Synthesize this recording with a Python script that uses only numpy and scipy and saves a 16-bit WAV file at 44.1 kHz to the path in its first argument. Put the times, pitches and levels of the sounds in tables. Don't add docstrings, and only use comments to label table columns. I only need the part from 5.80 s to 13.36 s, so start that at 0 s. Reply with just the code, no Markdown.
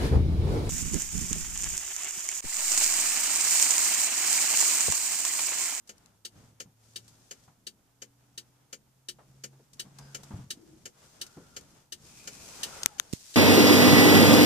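import sys
import numpy as np
from scipy import signal
from scipy.fft import rfft, irfft
from scipy.io import wavfile

SR = 44100
rng = np.random.default_rng(int(sys.argv[2]) if len(sys.argv) > 2 else 0)


def dump(signal):
    limited = np.clip(np.atleast_2d(signal).T, -1, 1)
    pcm = np.round(limited * 32767).astype(np.int16)
    wavfile.write(sys.argv[1], SR, pcm)


N = 333345
TIME = np.arange(N) / SR

# frequency in Hz, relative level in dB.
AIR_SPECTRUM = [(30, -2), (70, 3), (140, -5.5), (250, -25), (500, -17), (900, -6), (1400, -24), (2500, -21),
                (6400, -14), (14500, -15)]
# time in seconds, level in dB.
HUM_LEVELS = [(0, -75.5), (.9, -67.5), (1.17, -63), (1.4, -72), (1.95, -79), (2.3, -67.5), (3.0, -71),
              (3.44, -65.5), (3.5, -60), (3.77, -58.5), (3.86, -72.5), (4.22, -51), (4.4, -57), (4.58, -57),
              (4.7, -74), (7.5, -76)]
WHINE_LEVELS = [(0, -97), (1.45, -76), (1.9, -85.5), (2.3, -76), (2.85, -79), (3.1, -97.5), (7.5, -91)]
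# start in seconds, thud level in dB, thud pitch in Hz,
# scuff level in dB, time to fall 60 dB in seconds.
SEAT_BUMPS = [(.575, -56.5, 117, -75, 0.58), (.63, -57, 153, -67, .16), (.856, -53.5, 158, -69, 0.16),
              (1.675, -58, 150, -60.5, 0.23), (3.384, -62, 412, -55.5, 0.19), (3.725, -65, 337, -66, .23),
              (3.793, -58, 420, -72, 0.1), (4.05, -52.5, 197, -63, 0.23), (4.185, -61, 160, -54, 0.2),
              (4.43, -57, 183, -57.5, 0.11), (4.505, -40.5, 183, -50.5, 0.27),
              (4.536, -36.5, 123, -63, 0.35), (4.587, -40.5, 129, -60, 0.25), (4.77, -55, 285, -79, .3),
              (5.567, -48, 178, -61, 0.21), (5.57, -47, 425, -69, 0.14)]
# start in seconds, level in dB, time to fall 60 dB in seconds,
# left minus right in dB.
CLOTH_SNAGS = [(0.073, -54, 0.12, 2), (0.18, -56, 0.013, 7), (0.259, -52, 0.0074, 9),
               (1.278, -52.5, 0.087, 2), (3.931, -52, 0.082, 2), (4.185, -44.5, 0.044, 2),
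               (4.432, -47, 0.064, 2), (5.464, -48, 0.054, 3), (5.809, -52, 0.023, 3),
               (7.0339, -30, 0.01, 5), (7.328, -33, 0.012, 1), (7.333, -32.5, 0.015, -8.5),
               (7.339, -46, 0.18, -1)]
# start and length in seconds, first and last pitch
# in Hz, quality factor, level in dB.
HOLLOW_RUBS = [(4.2, .17, 1590, 1500, 9, -67.5), (4.19, .13, 4980, 4900, 14, -66.5),
               (4.743, .27, 334, 323, 6, -60), (5.3, .57, 1400, 1400, 5.8, -69),
               (6.2, .9, 2480, 2450, 6, -63), (6.8, .34, 1424, 1320, 9, -58),
               (6.862, .17, 970, 880, 9, -57), (7.065, .14, 880, 770, 10, -62)]
# frequency in Hz, relative level in dB.
RUMBLE_SPECTRUM = [(20, -11.5), (70, -2), (140, 0.5), (220, -1.5), (400, -12), (700, -18), (2000, -63)]
RUB_SPECTRUM = [(200, -11.5), (420, 1.5), (620, -1), (850, 0), (1100, -3), (1400, -2), (1950, -7.5),
                (2500, -8.5), (3500, -9.5), (8000, -41)]
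HISS_SPECTRUM = [(1500, -11), (2600, -7.5), (3700, -4.5), (5000, 0), (6400, 1.5), (8000, -1.5),
                 (10000, -6.5), (14000, -13.5)]
# rumble, rub and hiss in relative dB.
RESTING_CLOTH_DB = (-72.5, -77, -79)
# start and time until it lets go in seconds, then rumble, rub
# and hiss in relative dB.
SLEEVE_BRUSHES = [(.03, 0.24, -68.5, -69, -73), (0.489, 0.16, -56.5, -67, -67),
                  (.97, 0.67, -67.5, -72.5, -66.5), (2.27, 0.51, -76, -77.5, -79.5),
                  (3.3, 0.52, -68, -78.5, -74.5), (3.9, 0.24, -63, -68.5, -69.5),
                  (4.12, 0.47, -60, -63.5, -63.5), (4.62, 0.47, -63.5, -75, -69.5),
                  (5.12, 0.4, -66, -65.5, -63), (5.5, .48, -60.5, -67, -65.5)]
# time in seconds, then rumble, rub and hiss in relative dB.
HAND_GRIP = [(6.12, -66, -75, -82), (6.25, -63, -67, -58), (6.67, -57, -58, -50), (6.87, -56.5, -49.5, -49),
             (7.04, -58, -52.5, -50.5), (7.1, -63, -61, -61.5), (7.27, -62, -64, -61.5),
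             (7.35, -63, -76, -57.5), (7.56, -98, -95, -48.5)]
# time and width in seconds,
# level before the bass cut in dB, left minus right in dB.
LOW_PULSES = [(7.0603, 0.00045, -29, 16), (7.335, 0.00092, -19.5, -15.5)]
# start in seconds, level of the first 2 ms before the bass cut in dB,
# left minus right in dB.
CASE_KNOCKS = [(7.0328, -25, 3), (7.0599, -15.3, 12), (7.1983, -20.5, 14)]
# frequency in Hz, time to fall 60 dB in seconds, then relative level
# in dB in the first, second and third knock.
CASE_RING = [(750, .003, -24, -23, -42), (1400, .004, -24, -36, -10), (2350, .0055, -22, -10, -30),
             (3600, .003, -16, -8, -3), (4900, .0025, -2, -18, -6), (6400, .0025, 0, 0, 0),
             (8200, .002, -8, 2, -6), (12500, .0013, -20, -3, -8)]
# frequency in Hz, relative level in dB on closing and on opening.
RELAY_RING = [(212, -16, -16), (277, -18, -19), (358, -12, -10), (405, -18, -17), (478, -14, -10),
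              (550, -20, -14), (1300, -17, -12), (1405, -15, -14), (1660, -14, -15), (1740, -14, -14),
              (1830, -13, -14), (2320, -20, -15), (2720, -14, -17), (2810, -11, -20), (2925, -5, -13),
              (3030, -9, -14), (3090, -10, -14), (3300, -24, -14), (3690, -13, -20), (3838, -4, -18),
              (3980, -11, -18), (4450, -6, -12), (4530, 0, -9), (4590, -4, -12), (5420, -13, -10),
              (5840, -5, -17), (6445, -7, -11), (6550, -8, -4), (6740, -11, -6), (8880, -8, -22)]
CABIN_REFLECTIONS = [(150, -17, -15), (447, -14.5, -3), (730, -16.5, -7), (1060, -21.5, -20.5),
                     (1290, -14, -11), (2320, -14, -9), (2860, -5.5, -12), (4280, -4.5, -11.5),
                     (5270, -4.5, -7), (7400, -6, -1), (7630, -7, -9), (8570, -2, -8),
                     (10270, -13.5, -14.5), (14600, -14.5, -19)]
# frequency in Hz, left minus right in dB.
PORT_SHADE = [(500, 0), (2500, 3), (4300, 7), (6600, 8), (7800, 1.5), (9500, -3), (14000, -1.5)]
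# time in seconds, gain in dB, left minus right in dB.
MIC_AIM = [(0, -3.5, -3.5), (.8, 1, -0.5), (2.1, -2, -0.5), (4.6, 4, -2), (5.05, 0, -2.5), (5.5, 2.5, -1.5),
           (6.15, -1.5, -0.5), (6.83, 7.5, -3.5), (7.15, -8.5, 5), (7.56, -7.5, 0)]


def undb(db):
    return 10 ** (np.asarray(db) / 20)


def unit(x):
    return x / np.sqrt(np.mean(x ** 2))


def pan(db):
    return undb(np.array([[1], [-1]]) * db / 2)


def curves(table):
    times, *columns = np.transpose(table)
    return [np.interp(TIME, times, column) for column in columns]


def shape(x, gain):
    size = x.shape[-1]
    hz = np.maximum(np.arange(size // 2 + 1) * SR / size, 1)
    return irfft(rfft(x) * gain(hz), size)


def colour(x, points):
    hz, db = np.transpose(points)
    return shape(x, lambda f: undb(np.interp(np.log(f), np.log(hz), db)))


def band(x, hz, q):
    return unit(shape(x, lambda f: 1 / (1 + (q * (f / hz - hz / f)) ** 2)))


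def passband(x, side, hz, order):
    return signal.sosfilt(signal.butter(order, hz, side, fs=SR, output="sos"), x + 1e-18)


def noise(size, apart):
    mid, side = rng.standard_normal((2, size))
    return unit(np.array([mid + apart * side, mid - apart * side]))


def wander(rate_hz):
    steps = rng.standard_normal(4096)
    return np.interp(TIME * rate_hz, np.arange(len(steps)), steps)


def swell(t, rise, t60):
    env = (1 - np.exp(-(t / rise) ** 2)) * np.exp(-np.log(1000) * t / t60)
    return env / env.max()


def add(out, start, x):
    i = int(start * SR)
    out[:, i:i + x.shape[1]] += x[:, :N - i]


def cabin_air(db=-73):
    return undb(db) * unit(colour(noise(N, apart=0.94), AIR_SPECTRUM)) * pan(-5.0)


def engine(start_hz=103, climb_hz_per_s=8.35, top_hz=138.4, whine_order=2.28, waver=0.0033):
    hz = np.minimum(start_hz + climb_hz_per_s * TIME, top_hz)
    (hum_db,), (whine_db,) = curves(HUM_LEVELS), curves(WHINE_LEVELS)
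    phase = 2 * np.pi * np.cumsum(hz * (1 + waver * wander(25))) / SR
    hum = undb(hum_db + 1.3 * wander(5.9)) * unit(np.sin(phase))
    whine = undb(whine_db + 2 * wander(10)) * unit(np.sin(whine_order * phase))
    return hum + whine


def seat_bumps(rise_s=0.0032, scuff_hz=780):
    out, t = np.zeros((2, N)), TIME[:16384]
    for start, thud_db, thud_hz, scuff_db, t60 in SEAT_BUMPS:
        env = swell(t, rise_s, t60)
        thud = unit(band(noise(len(t), apart=0.11), thud_hz, q=1.66) * env)
        scuff = unit(band(noise(len(t), apart=0.65), scuff_hz, q=0.95) * env)
        add(out, start, (undb(thud_db) * thud + undb(scuff_db) * scuff) * np.sqrt(np.mean(env ** 2)))
    return out * pan(0.93)


def cloth_snags(rise_s=0.0015):
    out, t = np.zeros((2, N)), TIME[:8192]
    for start, db, t60, lr_db in CLOTH_SNAGS:
        hiss = unit(colour(noise(len(t), apart=0.94), HISS_SPECTRUM))
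        add(out, start, undb(db) * pan(lr_db) * hiss * swell(t, rise_s, t60))
    return out


def hollow_rubs(lr_db=3):
    out = np.zeros((2, N))
    for start, length, start_hz, end_hz, q, db in HOLLOW_RUBS:
        size = int(length * SR)
        resonance = band(noise(SR, apart=0.67), start_hz, q)
        position = np.cumsum(np.linspace(1, end_hz / start_hz, size))
        glide = np.array([np.interp(position, np.arange(SR), x) for x in resonance])
        add(out, start, undb(db) * glide * signal.windows.tukey(size, .5))
    return out * pan(lr_db)


def sliding_db(attack_s=0.09, release_s=0.12):
    gripping = TIME > HAND_GRIP[0][0]
    power = undb(RESTING_CLOTH_DB)[:, None] ** 2 + undb(curves(HAND_GRIP)) ** 2 * gripping
    for start, length, *db in SLEEVE_BRUSHES:
        attack = np.clip((TIME - start) / attack_s, 0, 1)
        release = np.clip(1 - (TIME - start - length) / release_s, 0, 1)
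        power += (undb(db)[:, None] * attack * release) ** 2
    return 10 * np.log10(power)


def handling(trim_db=(-1, 1, 1), grain_db=1.5):
    rumble_db, rub_db, hiss_db = sliding_db() + np.array(trim_db)[:, None]
    slip_db, catch_db, jolt_db = .9 * wander(45), 1.5 * wander(30), 2.5 * wander(16)
    rumble = undb(rumble_db + jolt_db) * unit(colour(noise(N, apart=0.31), RUMBLE_SPECTRUM))
    rub = undb(rub_db + slip_db + catch_db) * unit(colour(noise(N, apart=0.8), RUB_SPECTRUM))
    grains = noise(N, apart=1.0) * undb(grain_db * wander(500))
    hiss = undb(hiss_db + slip_db) * unit(colour(grains, HISS_SPECTRUM))
    return rumble * pan(0.66) + rub * pan(1.1) + hiss * pan(2.1)


def low_thumps(bass_cut_hz=105):
    pressure = sum(undb(db) * pan(lr_db) * np.exp(-((TIME - centre) / width) ** 2)
                   for centre, width, db, lr_db in LOW_PULSES)
    return passband(pressure, "high", bass_cut_hz, order=2)


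def case_knocks(port_lag_s=.00016):
    out = np.zeros((2, N))
    t = np.maximum(TIME[:1024] - np.array([[0], [port_lag_s]]), 0)
    for k, (start, db, lr_db) in enumerate(CASE_KNOCKS):
        ring = sum(undb(mode_db[k]) * np.sin(2 * np.pi * hz * t) * swell(t, .8 / hz, t60)
                   for hz, t60, *mode_db in CASE_RING)
        add(out, start, undb(db) * pan(lr_db) * ring / ring[:, :SR // 500].std())
    return passband(out, "high", hz=800, order=2)


def armature_stroke(closing, phases, paths, ring_t60=0.072, panel_cycles=60, echo_t60=0.084,
                    rise_s=0.0041, port_lag_s=0.00029):
    modes, t = np.array(RELAY_RING), TIME[:paths.shape[1]]
    column = 1 if closing else 2
    hz = modes[:, :1] * (1 + .003 * rng.standard_normal((len(modes), 1)))
    gains = undb(modes[:, column] + 2 * rng.standard_normal(len(modes)))
    rise = rise_s * np.exp(.12 * rng.standard_normal())
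    t60s = np.maximum(ring_t60, panel_cycles / modes[:, 0])
    envelopes = np.array([gain * swell(t, rise, t60) for gain, t60 in zip(gains, t60s)])
    ring = np.array([np.sum(envelopes * np.sin(2 * np.pi * hz * (t - lag) + phase), axis=0)
                     for lag, phase in zip((0, port_lag_s), phases)])
    echoes = colour(paths, np.array(CABIN_REFLECTIONS)[:, [0, column]]) * swell(t, rise, echo_t60)
    ports = unit(ring) + unit(echoes)
    return np.array([colour(x, np.array(PORT_SHADE) * [1, side]) for x, side in zip(ports, (.5, -.5))])


def flasher_relay(first_opening_s=.0928, period_s=.70905, open_s=.3579, lead_s=.003, drift=0.2,
                  click_db=(-40, -36.5), body_db=(-50.5, -53.5), body_aim_share=0.76):
    out = np.zeros((2, N))
    hz = np.array(RELAY_RING)[:, :1]
    phases = rng.uniform(0, 2 * np.pi, (2, 1, len(hz), 1))
    phases = phases + 0.5 * np.minimum(hz / 1500, 2) * rng.standard_normal((2, 2, len(hz), 1))
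    paths = [noise(8192, apart=0.86) for _ in range(2)]
    aim_db, lr_db = curves(MIC_AIM)
    for opening in np.arange(first_opening_s, N / SR, period_s):
        for closing, start in enumerate((opening, opening + open_s)):
            i = min(int(start * SR), N - 1)
            db = aim_db[i] - 0.4 * rng.standard_normal()
            phases[closing] += drift * rng.standard_normal(phases[closing].shape)
            paths[closing] = unit(paths[closing] + drift * noise(8192, apart=0.68))
            stroke = armature_stroke(closing, phases[closing], paths[closing])
            body, click = (passband(stroke, side, hz=2000, order=4) for side in ("low", "high"))
            body, click = (x / x[:, :SR // 70].std() for x in (body, click))
            click *= undb(db + click_db[closing]) * pan(lr_db[i])
            body *= undb(body_aim_share * db + body_db[closing])
            add(out, start - lead_s, click + body)
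    return out


def scene():
    return (flasher_relay() + engine() + seat_bumps() + cloth_snags() + hollow_rubs()
            + case_knocks() + low_thumps() + handling() + cabin_air())


def record(dry):
    top_cut = signal.ellip(10, .2, 80, 14700, fs=SR, output="sos")
    return signal.sosfilt(top_cut, np.clip(dry, -.85, .85))


dry = scene()
out = record(dry)
dump(out)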